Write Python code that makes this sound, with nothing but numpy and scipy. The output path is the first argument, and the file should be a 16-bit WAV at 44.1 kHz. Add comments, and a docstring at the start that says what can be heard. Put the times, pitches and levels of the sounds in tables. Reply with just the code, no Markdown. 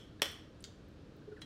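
"""Cracking crab legs by hand

At a kitchen table a thick leg shell breaks with one loud crack: it rings, fibres tear, the leg thuds.
A thinner piece gives a lighter snap, and splinters tick. Wet little squeaks come just before the
loud crack and again near the end, with two hollow bumps and a clink of tableware.
The table and the kitchen walls answer each sound over a low room hum."""
import sys
import numpy as np
from scipy import signal
from scipy.fft import rfft, irfft, next_fast_len
from scipy.io import wavfile

SR = 44100
rng = np.random.default_rng(int(sys.argv[2]) if len(sys.argv) > 2 else 0)


def materialize(psi):
    """Save the field psi as 16-bit PCM at rate SR to the path in sys.argv[1].

    A 1-D psi becomes a single channel; in a 2-D psi each row is a channel.
    """
    bounded = np.clip(np.atleast_2d(psi).T, -1, 1)
    quanta = np.round(bounded * 32767).astype(np.int16)
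    wavfile.write(sys.argv[1], SR, quanta)


N = 63945


def amp(db):
    """Decibels to gain."""
    return 10 ** (np.asarray(db) / 20)


def clock(length_s):
    """Sample times in seconds."""
    return np.arange(int(length_s * SR)) / SR


def decay(t, t60):
    """An envelope that falls 60 dB in t60 seconds."""
    return np.exp(-np.log(1000) * t / t60)


def unit(x):
    """Normalise to an energy of one."""
    return x / np.sqrt(np.sum(x ** 2) + 1e-20)


def delay(x, s):
    """Push a sound s seconds later, keeping its length."""
    return np.pad(x, (round(s * SR), 0))[:len(x)]


def curve_at(points, hz):
    """Read a (frequency, value) curve on a log frequency axis."""
    freqs, values = np.transpose(points)
    return np.interp(np.log(hz + 1), np.log(freqs + 1), values)


def click(eq):
    """A minimum-phase impulse shaped by an EQ curve."""
    size = 4096
    cepstrum = irfft(np.log(amp(curve_at(eq, np.fft.rfftfreq(size, 1 / SR)))))
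    cepstrum[1:size // 2] *= 2
    cepstrum[size // 2 + 1:] = 0
    return unit(irfft(np.exp(rfft(cepstrum))))


def burst(eq, t60):
    """A fast-decaying puff of EQ-shaped noise."""
    t = clock(.5)
    noise = rng.standard_normal(len(t)) * decay(t, t60)
    return unit(signal.fftconvolve(noise, click(eq))[:len(t)])


def ring(modes, attack_s):
    """Decaying sine modes with a softened attack."""
    t = clock(.5)
    waves = sum(amp(db) * decay(t, t60) * np.sin(2 * np.pi * hz * t) for hz, t60, db in modes)
    return unit(waves * (1 - np.exp(-t / attack_s)))


# Breaks of the thick shell; the first has nearly died away when the scene opens (time [s], level [dB])
CRACK_CUES = [(-.09, -11), (.2184, -16), (.2195, -0.3176), (.257, -19)]
# Resonances of that shell (frequency [Hz], bandwidth [Hz], level [dB])
SHELL_MODES = [(822, 230.3, -13), (1381, 394, -6), (1778, 395, -3), (2605.6, 295, -1), (3075, 222, 2.5),
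               (3387, 342, 0), (4209, 417, -8.5), (5335, 680, -9), (6007, 507, -7), (7493, 980, -14),
               (10040, 870, -18), (10640, 930, -21), (12777, 550, -15.5)]
# EQ of the fibres tearing behind a break (frequency [Hz], level [dB])
TEAR_EQ = [(100, -35.5), (450, -11.5), (1000, -11.5), (4000, 19.5), (6000, 10.5), (10000, 12), (15500, 0)]
# Low body of the leg giving way (frequency [Hz], T60 [s], level [dB])
THUD_MODES = [(347.46, 0.013, -17), (456.4, 0.01624, 1.5), (546.3, 0.039, -6.5)]

def cracks():
    """The leg's two walls break in quick turn and ring the damped shell; fibres tear, the leg thuds."""
    t = clock(.5)
    wall = sum((-1) ** k * amp(db) * width * np.exp(-np.pi * width * t) * np.cos(2 * np.pi * hz * t)
               for k, (hz, width, db) in enumerate(SHELL_MODES))
    shell = unit(wall + amp(-6.5) * delay(wall, s=.00093))
    thud = delay(ring(THUD_MODES, attack_s=.0005), s=.0017317)
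    hits = []
    for s, db in CRACK_CUES:
        tear = burst(TEAR_EQ, t60=.018)
        hits.append((s, db, shell + amp(-11) * tear + amp(-9) * thud))
    return kitchen(hits, wet_db=-.5)


# Decay time of the kitchen reverb (frequency [Hz], T60 [s])
REVERB_T60 = [(200, .25), (550, .35), (1500, .46), (3300, .45), (6000, .44), (10000, .33), (15000, .33)]
# EQ of its tail (frequency [Hz], level [dB])
REVERB_EQ = [(200, -1), (500, 0), (1000, 0.5), (1500, 5), (2500, -4), (3200, 2.5), (4200, -1), (5500, 0.5),
             (7500, 0.5), (10000, 1.5), (12500, -1.5), (15000, 4.5)]

def kitchen(hits, wet_db):
    """Mix (time, level, sound) hits; table, dishes and near walls reflect them, then a tail rings on."""
    preroll_s = .2  # room for a hit before time zero
    preroll = round(preroll_s * SR)
    direct = np.zeros(preroll + N)
    for s, db, sound in hits:
        slot = direct[round((s + preroll_s) * SR):][:len(sound)]
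        slot += amp(db) * sound[:len(slot)]
    t = clock(1)
    hz, frame_s, noise = signal.stft(rng.standard_normal(len(t)), SR, nperseg=256)
    fade = decay(frame_s, curve_at(REVERB_T60, hz)[:, None])
    tone = amp(curve_at(REVERB_EQ, hz))[:, None]
    tail = signal.istft(noise * fade * tone, SR)[1][:len(t)]
    tail = unit(tail * (1 - np.exp(-t / .004)))  # soft onset
    early = unit(rng.standard_normal(len(t)) * decay(t, t60=.07) * (t > .0047))  # 4.7 ms pre-delay
    reverb = amp(-4.5) * tail + amp(-5.5) * early
    wet = signal.fftconvolve(direct, reverb)[:len(direct)]
    return (direct + amp(wet_db) * wet)[preroll:]


# EQ of the room tone (frequency [Hz], level [dB])
HUM_EQ = [(12, -54), (20, -3.5), (58, -5), (88, -3), (134, -4), (255, -9.5), (285, -7), (319, -4),
          (347, -13.5), (410, -9.5), (527, -14), (574, -17), (825, -26), (1220, -25.5), (1610, -27),
          (2140, -33.5), (2320, -32), (4060, -33), (10200, -53), (14700, -60), (16000, -69.5)]

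def room_hum(rms_db):
    """A steady bed of bass-heavy room noise."""
    tone = amp(curve_at(HUM_EQ, np.fft.rfftfreq(2 * N, 1 / SR)))
    noise = irfft(rfft(rng.standard_normal(2 * N)) * tone)[:N]
    return amp(rms_db) * noise / noise.std()


# Wet little squeaks (time [s], level [dB], start pitch [Hz], glide [octaves], length [s])
SQUEAK_CUES = [(.1955, -34, 1651, 0.144, 0.0083), (.1955, -40, 3617, 0.061, 0.0061642),
               (1.22, -42.5, 1543, 0.046, 0.009), (1.315, -33.5, 1504, -0.157, 0.0195),
               (1.362, -32, 2160, -0.74, 0.02662), (1.39, -37.5, 1586, 0.018, .008)]

def squeaks():
    """Brief gliding tones, roughened by phase jitter."""
    hits = []
    for s, db, hz, glide, length_s in SQUEAK_CUES:
        progress = clock(length_s) / length_s
        pitch = hz * 2 ** (glide * progress)
        jitter = .07 * rng.standard_normal(len(progress))
        phase = np.cumsum(2 * np.pi * pitch / SR + jitter)
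        swell = np.sin(np.pi * progress)
        hits.append((s, db, unit(swell * np.sin(phase))))
    return kitchen(hits, wet_db=-9)


# Ticks of splintering shell, and the room's brief mid-pitched answer to the snap
# (time [s], level [dB], centre [Hz], width [octaves])
TICK_CUES = [(.316, -36, 12130, 0.55), (.6055, -40, 8747, 0.292), (.6255, -44.5, 5490, 0.43),
             (.6255, -48, 13300, .15), (.648, -35, 1770, 0.56), (.884, -56.5, 13130, 0.14),
             (1.165, -53, 14600, 0.1685), (1.183, -71.5, 15000, .1), (1.4118, -47.5, 9000, 0.26)]

def ticks():
    """Tiny bursts of narrow-band noise: high for splinters, mid-pitched for the room's answer."""
    skirt_db = -30.5
    hits = []
    for s, db, hz, octaves in TICK_CUES:
        edge, skirt = 2 ** (octaves / 2), 4 ** octaves
        band = [(hz / skirt, skirt_db), (hz / edge, 0), (hz * edge, 0), (hz * skirt, skirt_db)]
        hits.append((s, db, burst(band, t60=.016)))
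    return kitchen(hits, wet_db=-5)


# Snaps of a thin piece of shell (time [s], level [dB])
SNAP_CUES = [(.6414, -22), (.6482, -42.5)]
# EQ of that thin shell (frequency [Hz], level [dB])
SNAP_EQ = [(300, -33), (1000, -31.5), (1500, -19.5), (2500, -13.5), (3400, -2.5), (4600, -1), (5700, -9.5),
           (7300, -7), (9000, -20.5), (15000, -33.5)]

def snaps():
    """Thin shell breaks: a bright transient with a short crunch behind it."""
    transient = click(SNAP_EQ)
    hits = []
    for s, db in SNAP_CUES:
        crunch = burst(SNAP_EQ, t60=.035)[:len(transient)]
        hits.append((s, db, transient + amp(-5) * crunch))
    return kitchen(hits, wet_db=-1)


# Soft hollow bumps (time [s], level [dB])
BUMP_CUES = [(1.2765, -16), (1.3165, -18)]
# Their hollow body (frequency [Hz], T60 [s], level [dB])
BUMP_MODES = [(425, .11, 0), (490, .05, -9)]

def bumps():
    """A padded contact wakes only low modes."""
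    body = ring(BUMP_MODES, attack_s=.008)
    return kitchen([(s, db, body) for s, db in BUMP_CUES], wet_db=-9)


# A light touch on tableware (time [s], level [dB])
CLINK_CUES = [(1.4172, -22.5)]
# Ring of the dish (frequency [Hz], T60 [s], level [dB])
DISH_MODES = [(1100, .03, -11), (1470, .04, -10), (1870, .04, -9), (2330, .03, -10), (3252, .15, -1),
              (3973, .085, 1), (6105, .06, -20), (7150, .03, -15)]
# EQ of the contact scrape (frequency [Hz], level [dB])
SCRAPE_EQ = [(200, -20), (1000, -4), (3000, 1), (5000, -5), (9500, -14.5), (11500, -24.5), (15500, -25.5)]

def clink():
    """A dish rings over the short scrape of the contact."""
    dish = ring(DISH_MODES, attack_s=.0018)
    hits = [(s, db, dish + amp(-3) * burst(SCRAPE_EQ, t60=.07)) for s, db in CLINK_CUES]
    return kitchen(hits, wet_db=-6)


def scene():
    """The mono mix: breaking shell and handling sounds over the room tone."""
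    breaking = cracks() + snaps() + ticks()
    handling = squeaks() + bumps() + clink()
    return (breaking + handling + room_hum(rms_db=-54.5))[None]


def record(dry):
    """The microphone rolls off the sub-bass and keeps nothing above its band limit."""
    low_cut_hz, top_hz = 30, 15900
    size = next_fast_len(2 * N)
    hz = np.fft.rfftfreq(size, 1 / SR)
    low_cut = 1 - 1 / (1 + (hz / low_cut_hz) ** 6)
    high_cut = np.clip((top_hz - hz) / 300 + .5, 0, 1)
    return irfft(rfft(dry, size) * low_cut * high_cut, size)[:, :N]


dry = scene()
out = record(dry)
materialize(out)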